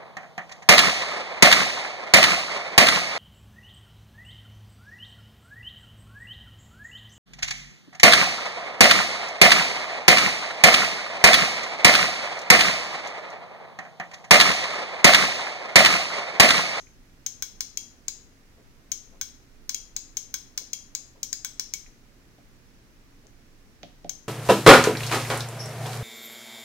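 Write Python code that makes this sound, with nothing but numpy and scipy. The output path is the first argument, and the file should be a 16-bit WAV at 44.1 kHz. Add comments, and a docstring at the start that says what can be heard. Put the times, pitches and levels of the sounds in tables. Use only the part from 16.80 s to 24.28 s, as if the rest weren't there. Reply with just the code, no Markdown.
"""Five small relays on a workbench click over in turn as a hand turns a knob, in a quiet room. Each armature
touches, slams home and bounces, ringing its own case; the room adds a short bright tail. Fingers brush the
board. The knob turns back and the relays drop out; it is then pressed in with a faint knock and two dull
knocks, and one more click follows. Air, hiss and a faint hum lie underneath."""
import sys
import numpy as np
from scipy import signal
from scipy.fft import rfft, irfft
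from scipy.io import wavfile

SR = 44100
rng = np.random.default_rng(int(sys.argv[2]) if len(sys.argv) > 2 else 0)


def master(y):
    """Save y as 16-bit WAV."""
    cut = np.clip(np.atleast_2d(y).T, -1, 1)
    pcm = np.round(cut * 32767)  # scale
    wavfile.write(sys.argv[1], SR, pcm.astype(np.int16))


N = 329868
FFT_SIZE = 8192
HZ = np.fft.rfftfreq(FFT_SIZE, 1 / SR)
SIDES = np.array([[1], [-1]]) / 2  # splits a left-right level over the channels

# armature landings, relays 1-5:
# (body [dB], top [dB], accent [Hz], accent [dB], bounce gap [ms], rebound [0-1])
LANDINGS = [(-0.8, 6, 6500, 7, 1.1, 0.38), (-2.5, -3.5, 3600, -2.5, 0.562, 0.55),
            (-1, -0.3, 5660, 3.5, 1.42, 0.37), (1, 3, 5760, -2.5, 1.36, 0.57),
            (-3, 4.5, 5170, -5, 1.0, 0.66)]


def amp(db):
    """Decibels to gain."""
    return 10 ** (np.asarray(db) / 20)


def unit_rms(x):
    """Scales to rms 1."""
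    return x / np.sqrt(np.mean(x ** 2) + 1e-20)


def curve_at(points, hz):
    """Interpolates a table over log frequency."""
    points_hz, values = np.transpose(points)
    return np.interp(np.log(hz + 1), np.log(points_hz + 1), values)


def add(mix, start_s, sound):
    """Mixes a sound in at start_s."""
    part = mix[max(round(start_s * SR), 0):][:len(sound)]
    part += sound[:len(part)]


def causal(gain):
    """Minimum-phase response of a passive body: sharp attack, ringing after."""
    log_gain = np.log(np.maximum(gain, 1e-5))
    mirrored = np.r_[log_gain, log_gain[-2:0:-1]]
    return np.exp(np.conj(signal.hilbert(mirrored))[:len(log_gain)])


def colour(x, curves_db):
    """Filters each of two channels by its own curve."""
    taps = np.array([irfft(causal(amp(db))) for db in curves_db])
    return signal.fftconvolve(np.atleast_2d(x), taps, axes=1)[:, :x.shape[-1]]


def resonances(modes):
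    """Gain of a body whose modes add in power."""
    return np.sqrt(sum(amp(db) ** 2 / (1 + (2 * (HZ - hz) / width_hz) ** 2)
                       for hz, width_hz, db in modes))


def bounces(gap_ms, rebound):
    """Light touch, slam, dying bounces: an all-pass, spread in time, even in colour."""
    delay = np.exp(-2j * np.pi * HZ * gap_ms / 1000)
    return (delay - rebound) / (1 - rebound * delay)


def relay_click(number, db, body_db, top_db, accent_hz, accent_db, bounce_ms, rebound, blur_hz=0):
    """The armature bounces and the contacts chatter, ringing one relay's case."""
    # case modes: (frequency [Hz], width [Hz], level [dB])
    case_1 = [(1013, 61, -10.5), (1570, 160, -10.5), (2254, 29, -2.5), (3240, 230, -2.5), (3760, 80, -0.5),
              (4112, 65, 6), (5040, 45, 7), (5470, 970, -2.5), (5810, 200, 0), (6360, 71, 0.5),
              (6400, 18, -1), (6900, 77, -1), (7200, 79, -7), (8160, 1450, -10), (12600, 740, -11.5),
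              (14000, 1200, -10.5), (15450, 217, -14.5)]
    case_2 = [(1065, 67, -4), (1527, 102, 4), (2260, 48, 3.5), (3380, 146, 4), (3790, 56, 3.5),
              (4080, 104, 6.5), (5060, 20, 10.6), (5440, 460, 0.8), (6220, 40, 3.5), (6500, 27, 6.5),
              (6850, 330, -11.5), (8230, 180, -3.5), (8800, 298, -11), (12200, 620, 0), (13300, 198, -6),
              (14900, 770, 4.5)]
    case_3 = [(1055, 71, -5.5), (1610, 200, -4.3), (2240, 77, -2.5), (2980, 364, -10), (3470, 61, 4),
              (4106, 50, 11.5), (4850, 230, 3), (5240, 71, 9.5), (5530, 54, -11), (6120, 77, 5.5),
              (6800, 560, -4.5), (8194, 54, -2.5), (9100, 375, -6), (11200, 390, -9), (13200, 670, -4.5),
              (15200, 452, -0.5)]
    case_4 = [(949, 150, -19), (2270, 83, -4.5), (2710, 60, -2.5), (3230, 100, -8), (3268, 12, 10.5),
              (4085, 50, 8), (4950, 88, 6.5), (5480, 120, 3), (6010, 140, 4), (6330, 168, -1.5),
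              (6820, 88, 4.5), (7100, 110, -9), (8880, 580, -5.5), (11519, 230, -9.5), (12802, 900, -10),
              (13900, 217, -6), (15100, 241, -7.5)]
    case_5 = [(940, 230, -11), (1560, 160, -6.5), (2255, 58, -1.5), (2630, 33, -0.5), (3570, 230, -1.5),
              (4070, 57, 10), (4920, 71, 8.5), (5070, 81, 11.5), (5600, 92, -2.5), (6340, 79, -2),
              (6680, 550, 1), (7220, 130, -1), (7880, 600, -7), (11550, 190, -9.5), (13000, 710, -13.5),
              (15122, 649, -10)]
    # a small case radiates little bass: (frequency [Hz], gain [dB])
    radiation = [(60, -45), (200, -26), (700, -1.5), (1000, 1.5)]
    case = [case_1, case_2, case_3, case_4, case_5][number - 1]
    # blur widens each mode at constant energy
    modes = [(hz, width_hz + blur_hz, mode_db - 10 * np.log10(1 + blur_hz / width_hz))
             for hz, width_hz, mode_db in case]
    tilt_db = curve_at([(2000, body_db), (5000, 0.0067), (8000, 0), (13000, top_db)], HZ)
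    # the landing favours or starves one part of the case
    landing_db = accent_db * np.exp(-((HZ - accent_hz) / 280) ** 2)
    gain = resonances(modes) * amp(db + tilt_db + landing_db + curve_at(radiation, HZ))
    chatter = bounces(gap_ms=0.298, rebound=0.46)
    return irfft(bounces(bounce_ms, rebound) * chatter * causal(gain))


def dying_click(age_s=0.087, db=-2.5):
    """Room tail of a click made just before the scene opens."""
    early = np.zeros(N + SR)
    add(early, 1 - age_s, relay_click(1, db, *LANDINGS[0]))
    return room(early, early)[:, SR:]


def hush(air_db=-55):
    """Steady room air, microphone hiss and a faint wavering hum."""
    # air and hiss: (frequency [Hz], relative density [dB])
    spectrum = [(12, -25), (20, 5.5), (48, -10.5), (65, -10), (123, -15), (210, -15), (270, -16),
                (367, -19), (542, -24.5), (923, -28.5), (1960, -28), (3250, -33.5), (6010, -32.5),
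                (8410, -41), (16000, -41.5)]
    # (frequency [Hz], left-right correlation [-1..1])
    likeness = [(60, 0.6), (130, 0.58), (290, 0.93), (640, 0.24), (1410, 0.032), (3100, -0.085),
                (6820, 0.028), (15000, -0.13)]
    # (frequency [Hz], left minus right [dB])
    balance = [(60, -2), (110, -4), (200, -0.5), (380, 0.0), (700, -0.5), (1290, -2.5), (2380, -5.5),
               (4400, 1), (8120, 1), (15000, -0.5)]
    # mains and a fan: (frequency [Hz], rms level [dB])
    hum = [(121, -69.5), (238, -76.5), (276, -72.5)]
    hz, t = np.fft.rfftfreq(N, 1 / SR), np.arange(N) / SR
    left, independent = rfft(rng.standard_normal((2, N)))
    correlation = curve_at(likeness, hz)
    right = correlation * left + np.sqrt(1 - correlation ** 2) * independent
    gain = amp(curve_at(spectrum, hz) + SIDES * curve_at(balance, hz))
    air = irfft(np.array([left, right]) * gain, N)
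    air *= amp(air_db) / np.std(air.mean(0))
    for line_hz, db in hum:
        waver_rad = 0.35 * unit_rms(irfft(rfft(rng.standard_normal(N)) * (hz < 4), N))
        air += amp(db) * np.sqrt(2) * np.sin(2 * np.pi * line_hz * t + waver_rad)
    return air


def handling():
    """Knob and wires tick faintly; fingers brush the board."""
    # (time [s], level [dB], centre [Hz], width [Hz])
    ticks = [(.070, -19, 2270, 600), (3.660, -29, 1740, 1500), (5.063, -18.5, 2220, 900),
             (6.469, -30.5, 5500, 4000)]
    # (time [s], length [s], level [dB])
    brushes = [(1.76, 0.065, -60.5), (2.302, 0.083, -59.5), (3.795, 0.04, -58), (4.329, 0.084, -61),
               (6.419, 0.067, -62.5)]
    # finger friction: (frequency [Hz], relative level [dB])
    rub_spectrum = [(150, -11), (400, 11), (750, 6), (1000, 2), (2500, -29), (8000, -53)]
    out = np.zeros(N)
    for start_s, db, hz, width_hz in ticks:
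        add(out, start_s, irfft(causal(amp(db) * resonances([(hz, width_hz, 0)]) ** 2)))
    for start_s, length_s, db in brushes:
        noise = rfft(rng.standard_normal(FFT_SIZE))
        rub = unit_rms(irfft(noise * amp(curve_at(rub_spectrum, HZ))))[:round(length_s * SR)]
        add(out, start_s, amp(db) * rub * np.hanning(len(rub)))
    return out


def relays(blur_hz=0):
    """Each knob step pulls in the next relay; released armatures rattle quickly against their stops."""
    # knob forward, three rounds of relays 1-5: (time [s], strength [dB])
    steps = [(0.4629, -1.2), (0.6234, 0), (0.8059, 0.3), (0.9725, -0.1), (1.2819, -0.5), (2.1171, 0),
             (2.4125, 0), (2.8928, 0), (2.9448, -0.5), (3.1643, -1.5), (3.3694, -1), (3.5409, -0.1),
             (3.7763, 0), (3.932, -0.5), (4.15, -1.5)]
    # drop-outs as the knob is turned back, then pressed:
    # (time [s], relay [1-5], strength [dB], body [dB], accent [Hz], accent [dB])
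    releases = [(4.4309, 1, 0.1, -6.5, 6900, 1.5), (4.5288, 5, -0.5, -6, 1790, 12),
                (4.6471, 2, -2.5, -0.4, 7860, 12), (4.7959, 3, -1.5, -0.5, 5610, 12.5),
                (4.937, 1, -0.1, -4.5, 2260, 12.5), (7.294, 1, -4, 1, 6300, 6)]
    out = np.zeros(N)
    for step, (start_s, db) in enumerate(steps):
        index = step % len(LANDINGS)
        add(out, start_s, relay_click(index + 1, db, *LANDINGS[index], blur_hz))
    for start_s, number, db, body_db, accent_hz, accent_db in releases:
        top_db = LANDINGS[number - 1][1]
        click = relay_click(number, db, body_db, top_db, accent_hz, accent_db,
                            bounce_ms=0.64, rebound=0.5, blur_hz=blur_hz)
        add(out, start_s, click)
    return out


def knocks(finger_cutoff_hz=830):
    """The knob ticks; the soft finger rocks the board's low modes into a thud."""
    # (time [s], thud [dB], tick [dB])
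    presses = [(5.582, -18, -37), (7.031, -4, -11), (7.245, 0.5, -22.5)]
    # (frequency [Hz], width [Hz], level [dB])
    board_modes = [(124, 13, 3), (173.7, 11.4, 8), (274, 28, 3), (378, 29, -0.5), (473, 21, 3.5),
                   (587, 27, 7.5), (735, 103, 7.5), (760, 50, 1)]
    # plastic knob: (frequency [Hz], level [dB])
    tick_spectrum = [(300, -30), (1200, -5), (2300, -3), (3700, 3), (5000, -5.5), (6500, -17), (9000, -38),
                     (16000, -19)]
    finger_lowpass = 1 / np.hypot(1, (HZ / finger_cutoff_hz) ** 9)
    thud = irfft(causal(resonances(board_modes) * finger_lowpass) * bounces(gap_ms=3.0, rebound=0.32))
    rattle = bounces(gap_ms=0.66, rebound=0.39) * bounces(gap_ms=0.23, rebound=0.33)
    tick = irfft(causal(amp(curve_at(tick_spectrum, HZ))) * rattle)
    out = np.zeros(N)
    for start_s, thud_db, tick_db in presses:
        add(out, start_s, amp(thud_db) * thud + amp(tick_db) * tick)
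    return out


def scatter(length_s, slot_samples=12):
    """Echoes of random sign, one per slot, independent per channel."""
    count = int(length_s * SR) // slot_samples
    taps = np.zeros((2, count * slot_samples))
    arrivals = np.arange(count) * slot_samples + rng.integers(0, slot_samples, (2, count))
    np.put_along_axis(taps, arrivals, rng.choice([-1., 1.], arrivals.shape), 1)
    return taps


def room(direct, all_round, bench_t60_s=0.08, bench_start_s=0.0005, wall_start_s=0.0048):
    """Direct sound, quick echoes off things on the bench, and the tail from the walls."""
    # direct sound and bench echoes: (frequency [Hz], left minus right [dB])
    balance = [(700, -2), (1500, -6), (2300, -18.5), (3300, -5.5), (4200, -2.5), (8000, 3), (13500, 3.5),
               (15200, -1.5)]
    # wall tail: (frequency [Hz], T60 [s])
    decay = [(200, 0.2), (800, 0.29), (2100, 0.4), (5500, 0.41), (9000, 0.35), (15000, 0.25)]
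    # wall tail: (frequency [Hz], level re direct [dB])
    tail_spectrum = [(150, 7), (700, -4), (1500, -7.5), (3200, -1), (4100, -6.5), (4700, -6), (6500, -5.5),
                     (10000, -3), (15000, -11)]
    wall_echoes, bench_echoes = scatter(length_s=0.5), scatter(length_s=0.5)
    t = np.arange(wall_echoes.shape[1]) / SR

    bench_ir = bench_echoes * amp(-60 * t / bench_t60_s) * (t > bench_start_s)
    bench_share = amp([[-13], [-5]])  # the right port faces away and hears more scatter
    bench_ir *= bench_share / np.linalg.norm(bench_ir[0])
    bench = signal.fftconvolve(direct[None], bench_ir, axes=1)[:, :len(direct)]
    near = (direct + bench) / np.hypot(1, bench_share)

    hz, age_s, bands = signal.stft(unit_rms(wall_echoes) * (t > wall_start_s), SR, nperseg=256)
    t60_s = curve_at(decay, hz)[:, None]
    unit_energy = np.sqrt(2 * np.log(1000) / (t60_s * SR))
    bands *= amp(curve_at(tail_spectrum, hz)[:, None] - 60 * age_s / t60_s) * unit_energy
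    wall_ir = signal.istft(bands, SR, nperseg=256)[1][:, :len(t)]
    tail = signal.fftconvolve(all_round[None], wall_ir, axes=1)[:, :len(direct)]
    return colour(near, SIDES * curve_at(balance, HZ)) + tail


def scene():
    """The bench sounds reach two microphone ports, each with its own resonance."""
    # port responses: (frequency [Hz], gain [dB])
    left_port = [(3500, 0), (5000, 6), (6400, 17), (7200, 11.5), (8300, 5), (10300, -8), (12500, -3.5),
                 (15000, -4.5)]
    right_port = [(3500, 0), (7000, -1), (10300, -9), (12500, 0), (15300, 5)]
    hand = knocks() + handling()
    # the walls gather sound from every side of a case, evening out its peaks
    all_round = relays(blur_hz=34.6) + hand
    sound = room(relays() + hand, all_round) + dying_click()
    return colour(sound, [curve_at(left_port, HZ), curve_at(right_port, HZ)]) + hush()


def record(dry):
    """Band limit at 16 kHz."""
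    taps = signal.firwin(255, 16000, window=("kaiser", 8), fs=SR)
    return signal.oaconvolve(dry, taps[None], "same", axes=1)


dry = scene()
out = record(dry)
master(out)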